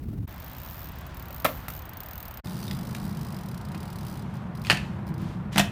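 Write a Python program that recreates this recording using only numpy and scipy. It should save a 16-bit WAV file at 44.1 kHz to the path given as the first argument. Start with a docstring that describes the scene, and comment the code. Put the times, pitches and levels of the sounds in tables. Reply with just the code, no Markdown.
"""Three BMX rides on concrete

One microphone hears three places in turn: a moment in a breezy car park, a skate park, a school yard.
Rough ground shakes the tyres into a rumble; in the last two places grit crunches and the freewheel ticks.
Out in the open skate park the bike clacks down on a kerb block; in the school yard it knocks twice on a
ledge, and the steel frame rings between the walls."""
import sys
import numpy as np
from scipy import signal
from scipy.fft import rfft, irfft
from scipy.io import wavfile

SR = 44100
rng = np.random.default_rng(int(sys.argv[2]) if len(sys.argv) > 2 else 0)


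def store_wav(level_fs):
    """Save 16-bit WAV to argv[1]."""
    pcm = np.round(np.clip(np.atleast_2d(level_fs), -1, 1) * 32767)
    wavfile.write(sys.argv[1], SR, pcm.T.astype(np.int16))


N = 251811
TIME = np.arange(N) / SR
AGE = np.arange(SR // 2) / SR  # time since a blow

# car park, skate park and school yard: (start [s], end [s])
LOT_SPAN, PARK_SPAN, YARD_SPAN = (-.02, .266), (.268, 2.409), (2.434, 5.75)
# blows of bike and steel peg: (time [s], strength [dB], tyre thump [dB], brightness [dB/octave])
PARK_KNOCKS = [(1.015, -42, -41, -1), (1.305, -42, -45, -8), (1.4462, -21, -50, 5), (1.4497, -13.5, -26, 0),
               (1.575, -44, -30, 5), (1.683, -29.5, -24, 4), (1.702, -37, -29, 5)]
YARD_KNOCKS = [(2.949, -33.5, -50, 1), (3.746, -32.5, -24, -6), (4.727, -23.5, -18.5, -1.5),
               (4.747, -30.5, -21.5, -1), (5.103, -57, -18.5, 1), (5.18, -54, -21, 4),
               (5.222, -59, -17.5, -2), (5.5595, -19.5, -49, -5.4), (5.573, -23, -35, -3),
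               (5.580, -12.5, -14.5, -0.1), (5.5947, -12, -23, -2)]
PEG_KNOCKS = [(4.669, -33, -29, 4), (4.6992, -11, -21.5, 1), (4.772, -31, -45, 3)]
# colour of a blow's crack: (frequency [Hz], relative level [dB])
PARK_CRACK = [(100, -8), (250, -2), (400, -12.5), (560, 1.2), (950, -2), (1330, 3), (1550, -5),
              (2300, -3.5), (3500, -12), (7000, -22.5), (10500, -22), (14500, -14), (16500, -36)]
YARD_CRACK = [(100, -14.5), (200, 10.5), (430, -12.5), (700, 3.5), (1100, -5.5), (2000, -0.5), (3100, -4),
              (4500, -7), (8000, -12), (15000, -17)]
PEG_CRACK = [(150, 0.5), (310, -5), (420, -9.5), (720, -1), (1100, -1.5), (1700, 5), (2200, -1), (2750, 6),
             (3600, -7), (4350, -0.5), (5700, -15.5), (9000, -18), (15000, -31)]
# modes of each bike's frame and hub shell: (frequency [Hz], relative level [dB], t60 [s])
PARK_FRAME = [(558, -6, .06), (677, -9, .16), (740, -8, .13), (1066, -2, .13), (1313, 1, .11),
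              (1775, -1, .1), (2104, -2, .1), (2311, -2, .1)]
YARD_FRAME = [(677, -9, .1), (740, -8, .1), (1313, -5, .11), (1442, -3, .11), (1626, -1, .12),
              (1756, 0, .12), (1836, -4, .15), (2360, -4, .14), (2532, -1, .11), (2651, 0, .1),
              (2845, -3, .12), (3077, -3, .15)]
PARK_HUB = [(6570, -15, .12), (8350, -14, .12), (14700, 7, .05)]
YARD_HUB = [(3820, -5, 0.05), (4740, -2, 0.045), (14400, -3, .08)]
# how fast the wheel outruns the cranks, one curve for each coast: (time [s], rate [ticks/s])
PARK_COASTS = [
    [(.277, 65.8), (.428, 43.6), (.463, 57.5), (.618, 58.9), (.702, 90), (.866, 73.2), (.913, 20),
     (1.012, 45.4)],
    [(1.066, 20), (1.09, 20)],
    [(1.145, 41.2), (1.253, 31.1), (1.35, 59.1), (1.447, 40.3)],
    [(1.685, 48.9), (1.773, 82.5), (1.803, 30.8), (1.922, 23.6), (2.131, 45.2), (2.4, 28.3)],
]
YARD_COASTS = [
    [(2.445, 77.9), (2.583, 87.3), (2.779, 46.4), (3.003, 57.8), (3.035, 89.5), (3.148, 42.3),
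     (3.243, 56.5), (3.624, 25.5), (3.882, 43.3), (3.955, 31.4), (4.127, 75.2), (4.23, 25)],
    [(4.34, 70), (4.372, 70)],
    [(4.552, 46), (4.665, 46)],
    [(5.068, 95), (5.093, 95)],
    [(5.141, 24), (5.225, 30)],
]
# strength of the freewheel ticks along each ride: (time [s], level [dB])
PARK_TICK_LEVEL = [(.28, -41.5), (.7, -37), (1.02, -40.5), (1.35, -35), (1.88, -35.5), (2.15, -34),
                   (2.38, -33)]
YARD_TICK_LEVEL = [(2.45, -40), (2.65, -38.5), (3.2, -41.5), (4.15, -41), (4.34, -48), (4.6, -44),
                   (5.2, -48)]
# colour of one tick: (frequency [Hz], relative level [dB])
PARK_TICK = [(1000, -34), (3000, -16.5), (5500, -15), (8500, -23), (10500, -23), (12800, -4), (13800, -7.5),
             (14700, 3), (16800, -41)]
YARD_TICK = [(1000, -24), (3000, -0.5), (4900, 4), (6800, -5), (10000, -1), (12500, -6), (14600, 4.5),
             (15900, -8)]
# loose parts touching in the school yard: (time [s], level [dB], pitch [Hz])
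CLINKS = [(2.471, -40, 3600), (2.630, -37.5, 4400), (2.680, -35.5, 3660), (2.711, -30, 3460),
          (4.649, -32, 2510)]
# the tyres carve or take a landing: (start [s], hold [s], level [dB], release [dB/s])
SCRUBS = [(0.268, 0.83, -58, 22), (1.47, .04, -55.5, 35), (2.427, 1.95, -61, 63), (4.659, 0.067, -44.5, 80),
          (5.196, .12, -55, 130), (5.529, 0.046, -43, 220)]
# colour of grit under rubber: (frequency [Hz], relative level [dB])
GRIT = [(500, -11), (2000, 2), (3300, 3), (4900, -2.5), (7000, -7.5), (14000, -17)]
# rolling noise along each ride, before its trims: (time [s], rumble [dB], roar [dB])
LOT_ROLL = [(0.0, -38, -63), (0.068, -32.5, -59.5), (0.25, -35, -64.5)]
PARK_ROLL = [(0.29, -44.5, -51), (1.4, -43.5, -49.5), (2.39, -46.5, -49)]
YARD_ROLL = [(2.46, -34, -49), (3.11, -31.5, -48.5), (3.25, -34, -49.5), (4.6, -34.5, -49.5),
             (4.9, -32.5, -48.5), (5.6, -32, -50)]
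# colour of rolling noise and open air at each place: (frequency [Hz], relative level [dB])
LOT_AIR = [(18, -50), (30, -10), (75, 1.5), (274, -12), (448, -29), (511, -37), (7630, -64.5), (15000, -56)]
PARK_AIR = [(20, -16), (65, -0.5), (140, -9), (300, -20), (440, -24.5), (650, -18), (1000, -18),
            (1700, -22.5), (2200, -28), (2800, -29.5), (5000, -41.5), (10000, -85)]
YARD_AIR = [(20, -20), (60, -9), (140, -2.5), (200, -2.5), (265, -18.5), (340, -18.5), (460, -25),
            (950, -22), (1500, -29), (2200, -36), (3500, -46.5), (7000, -62)]
# decay of echoes in the open skate park and the walled yard: (frequency [Hz], t60 [s])
PARK_TAIL = [(200, 0.48), (700, 0.21), (3000, 0.16), (14000, 0.18)]
YARD_TAIL = [(200, 0.3), (1000, 0.35), (3000, 0.33), (7000, 0.25), (14000, 0.24)]


def knocks(rows, contacts, spectrum, frame, crack_s, ring_db, thump_hz, thump_s, rebound_above_db=-17):
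    """The bike meets concrete: each contact cracks and rings the frame, and the squashed tyre thumps."""
    out = np.zeros(N)
    phase = 2 * np.pi * thump_hz * AGE
    tyre_modes = np.sin(phase) + amp(-14) * np.sin(1.863 * phase)
    loading = 1 - np.exp(-AGE / .0044)  # the tyre takes the load gradually
    thump = tyre_modes * loading * np.exp(-AGE / thump_s)
    # a sharp first touch, then the rattle of everything bolted to the frame
    force = np.exp(-AGE / .00039) + amp(-1) * np.exp(-AGE / crack_s)
    for s, db, thump_db, tilt in rows:
        add(out, s, amp(thump_db) * thump)
        for delay, contact_db in contacts if db > rebound_above_db else contacts[:1]:
            crack = colour(rng.choice([-1, 1], len(AGE)) * force, spectrum, tilt)
            add(out, s + delay, amp(db + contact_db) * (crack + amp(ring_db) * ringing(frame)))
    return out


def rebounds(gap_s, growth, loss_db):
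    """A hard blow makes three contacts, each weaker than the last: (delay [s], level [dB])."""
    contact = np.arange(3)
    gaps = gap_s * growth ** contact
    return list(zip(np.cumsum(gaps) - gaps, -loss_db * contact))


def ringing(modes, spread=.0056, length=len(AGE)):
    """Struck metal rings; load and spot differ each time, so each mode's pitch and sign vary."""
    hz, db, t60 = np.transpose(modes)[:, :, None]
    hz = hz * (1 + spread * rng.standard_normal(hz.shape))
    heights = rng.choice([-1, 1], hz.shape) * amp(db) / np.linalg.norm(amp(db))
    t = AGE[:length]
    return (heights * amp(-60 * t / t60) * np.sin(2 * np.pi * hz * t)).sum(0)


def freewheel(ticks, spectrum, modes, rise_s, snap_s, buzz_db, buzz_tilt, ring_db, uneven_db, buzz_s=.03):
    """The pawls drop over each ratchet tooth: a snap, a dying buzz and the ringing hub shell."""
    snaps, buzz, ring = np.zeros((3, N))
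    t = AGE[:SR // 8]
    for s, db in ticks:
        size = amp(db + uneven_db * rng.standard_normal())
        burst = size * rng.standard_normal(len(t)) * (1 - np.exp(-t / rise_s))
        add(snaps, s - rise_s, burst * np.exp(-t / snap_s))
        add(buzz, s, burst * np.exp(-t / buzz_s))
        add(ring, s, size * ringing(modes, spread=.012, length=len(t)))
    pawls = colour(snaps, spectrum) + amp(buzz_db) * colour(buzz, spectrum, buzz_tilt)
    return pawls + amp(ring_db) * ring


def coasting(coasts, levels):
    """One tick for each ratchet tooth that passes: (time [s], level [dB])."""
    times = []
    for curve in coasts:
        s, rate = np.transpose(curve)
        t = np.arange(s[0], s[-1], 1 / SR)
        teeth = np.cumsum(np.interp(t, s, rate)) / SR
        times.extend(np.interp(np.arange(teeth[-1]), teeth, t))
    return [(s, np.interp(s, *np.transpose(levels))) for s in times]


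def pawl_rattle(start_s, length_s, per_s, db, fade_db_per_s):
    """The landing shakes the pawls into quick, fading ticks: (time [s], level [dB])."""
    return [(start_s + t, db - fade_db_per_s * t) for t in np.arange(0, length_s, 1 / per_s)]


def clinks(overtone_ratio=1.4, t60=.026):
    """Small metal parts touch: a tick and two short partials."""
    out = np.zeros(N)
    for s, db, hz in CLINKS:
        tick = colour(rng.standard_normal(len(AGE)) * np.exp(-AGE / .0025), GRIT)
        ring = ringing([(hz, 0, t60), (hz * overtone_ratio, -6, t60)])
        add(out, s, amp(db) * (ring + amp(-2) * tick))
    return out


def scrub(grainy_db, attack_db_per_s=1500):
    """Grit crunches under the turning rubber: each scrub sets in quickly, holds and dies away."""
    power = np.zeros(N)
    for start, hold, db, release in SCRUBS:
        early, late = np.maximum(start - TIME, 0), np.maximum(TIME - start - hold, 0)
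        power += amp(db - attack_db_per_s * early - release * late) ** 2
    grains = unit(rng.standard_normal(N) * amp(grainy_db * wander(400)))
    return colour(grains, GRIT) * np.sqrt(power)


def rolling(levels, spectrum, rumble_trim_db, roar_trim_db, lumpy_db, grainy_db, hiss_db):
    """Rough concrete shakes the tyres: a low rumble under a finer roar, in a faint hiss."""
    s, rumble_db, roar_db = np.transpose(levels)
    hz = np.fft.rfftfreq(N, 1 / SR)
    noise = rfft(rng.standard_normal(N)) * amp(at_frequency(spectrum, hz))
    low_share = 1 / (1 + (hz / 420) ** 8)  # rumble gives way to roar at 420 Hz
    rumble = unit(irfft(noise * low_share, N))
    rumble *= amp(np.interp(TIME, s, rumble_db) + rumble_trim_db + lumpy_db * wander(25))
    roar = unit(irfft(noise * (1 - low_share), N))
    roar *= amp(np.interp(TIME, s, roar_db) + roar_trim_db + grainy_db * wander(70.2))
    return rumble + roar + amp(hiss_db) * rng.standard_normal(N)


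def echoes(x, t60s):
    """Scatter from the ground and walls farther off: each band dies at its own speed."""
    hz, t, bands = signal.stft(rng.standard_normal(len(AGE)), SR, nperseg=256)
    decay = amp(-60 * t / at_frequency(t60s, hz)[:, None])
    tail = signal.istft(bands * decay, SR, nperseg=256)[1][:len(AGE)]
    tail *= 1 - np.exp(-AGE / .005)
    return signal.fftconvolve(x, tail / np.linalg.norm(tail))[:N]


def amp(db):
    """Decibels to gain."""
    return 10 ** (np.asarray(db) / 20)


def unit(x):
    """Scales to rms 1."""
    return x / np.sqrt(np.mean(x ** 2) + 1e-20)


def at_frequency(points, hz):
    """Interpolates a curve on a log-frequency axis."""
    point_hz, value = np.transpose(points)
    return np.interp(np.log(hz + 1), np.log(point_hz + 1), value)


def add(mix, s, sound):
    """Mixes a sound in at time s."""
    part = mix[max(round(s * SR), 0):][:len(sound)]
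    part += sound[:len(part)]


def colour(x, spectrum, tilt=0):
    """Causal filter of unit energy with the given spectrum, tilted in dB per octave."""
    hz = abs(np.fft.fftfreq(4096, 1 / SR))
    log_gain = np.log(amp(at_frequency(spectrum, hz) + tilt * np.log2(1 + hz / 1000)))
    minimum_phase = np.exp(np.conj(signal.hilbert(log_gain)))
    taps = np.fft.ifft(minimum_phase).real[:len(hz) // 2]
    return signal.fftconvolve(x, taps / np.linalg.norm(taps))[:len(x)]


def band_limit(x, hz):
    """Steep low-pass."""
    return signal.oaconvolve(x, signal.firwin(511, hz, window=("kaiser", 9), fs=SR), "same")


def wander(top_hz):
    """Random drift of rms 1, no faster than top_hz."""
    slow = np.fft.rfftfreq(N, 1 / SR) < top_hz
    return unit(irfft(rfft(rng.standard_normal(N)) * slow, N))


def during(span, fade_s):
    """Fades one place in and out."""
    return np.clip(np.minimum(TIME - span[0], span[1] - TIME) / fade_s, 0, 1) ** 2


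def school_yard():
    """Between walls: a freewheel, scrubbing tyres, a peg on the ledge and a landing, with echoes."""
    hub = freewheel(coasting(YARD_COASTS, YARD_TICK_LEVEL), YARD_TICK, YARD_HUB, rise_s=.001004,
                    snap_s=.0047, buzz_db=-20.5, buzz_tilt=0, ring_db=-24, uneven_db=1.5)
    blows = knocks(YARD_KNOCKS, rebounds(gap_s=.0047, growth=2.1, loss_db=5), YARD_CRACK, YARD_FRAME,
                   crack_s=.0061, ring_db=-13.5, thump_hz=173.6, thump_s=.019)
    blows += knocks(PEG_KNOCKS, rebounds(gap_s=.0075, growth=1.13, loss_db=2.5), PEG_CRACK, YARD_FRAME,
                    crack_s=.0062, ring_db=-16, thump_hz=123.7, thump_s=.029)
    blows += clinks()
    ground = rolling(YARD_ROLL, YARD_AIR, rumble_trim_db=-.5, roar_trim_db=2.02,
                     lumpy_db=.18, grainy_db=1, hiss_db=-88)
    yard = ground + scrub(grainy_db=1.5) + hub + blows + amp(-11) * echoes(blows, YARD_TAIL)
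    return band_limit(yard, hz=15500)


def skate_park():
    """In the open: a bright freewheel and one hard landing."""
    ticks = coasting(PARK_COASTS, PARK_TICK_LEVEL)
    ticks += pawl_rattle(start_s=1.452, length_s=.22, per_s=150, db=-36, fade_db_per_s=70)
    hub = freewheel(ticks, PARK_TICK, PARK_HUB, rise_s=.0003, snap_s=.0034,
                    buzz_db=-24.5, buzz_tilt=5.1, ring_db=-9.5, uneven_db=1.7)
    blows = knocks(PARK_KNOCKS, rebounds(gap_s=.005, growth=1.4, loss_db=3.5), PARK_CRACK, PARK_FRAME,
                   crack_s=.0047, ring_db=-19, thump_hz=130.3, thump_s=.0095)
    ground = rolling(PARK_ROLL, PARK_AIR, rumble_trim_db=3.5, roar_trim_db=1.5,
                     lumpy_db=0, grainy_db=.25, hiss_db=-68)
    return ground + scrub(grainy_db=3.5) + hub + blows + amp(-8.5) * echoes(blows, PARK_TAIL)


def car_park():
    """In the breeze: low buffeting with a faint roll of tyres."""
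    return rolling(LOT_ROLL, LOT_AIR, rumble_trim_db=.5, roar_trim_db=6.5,
                   lumpy_db=1.5, grainy_db=2.5, hiss_db=-79)


def scene():
    """The three places in turn, in mono."""
    rides = car_park() * during(LOT_SPAN, fade_s=.012)
    rides += skate_park() * during(PARK_SPAN, fade_s=.01)
    rides += school_yard() * during(YARD_SPAN, fade_s=.016)
    return rides[None]


def record(dry):
    """The microphone sheds the deepest rumble, and the highest treble is cut off."""
    low_cut = signal.butter(2, 36, "highpass", fs=SR, output="sos")
    return band_limit(signal.sosfilt(low_cut, dry[0]), hz=16700)[None]


dry = scene()
out = record(dry)
store_wav(out)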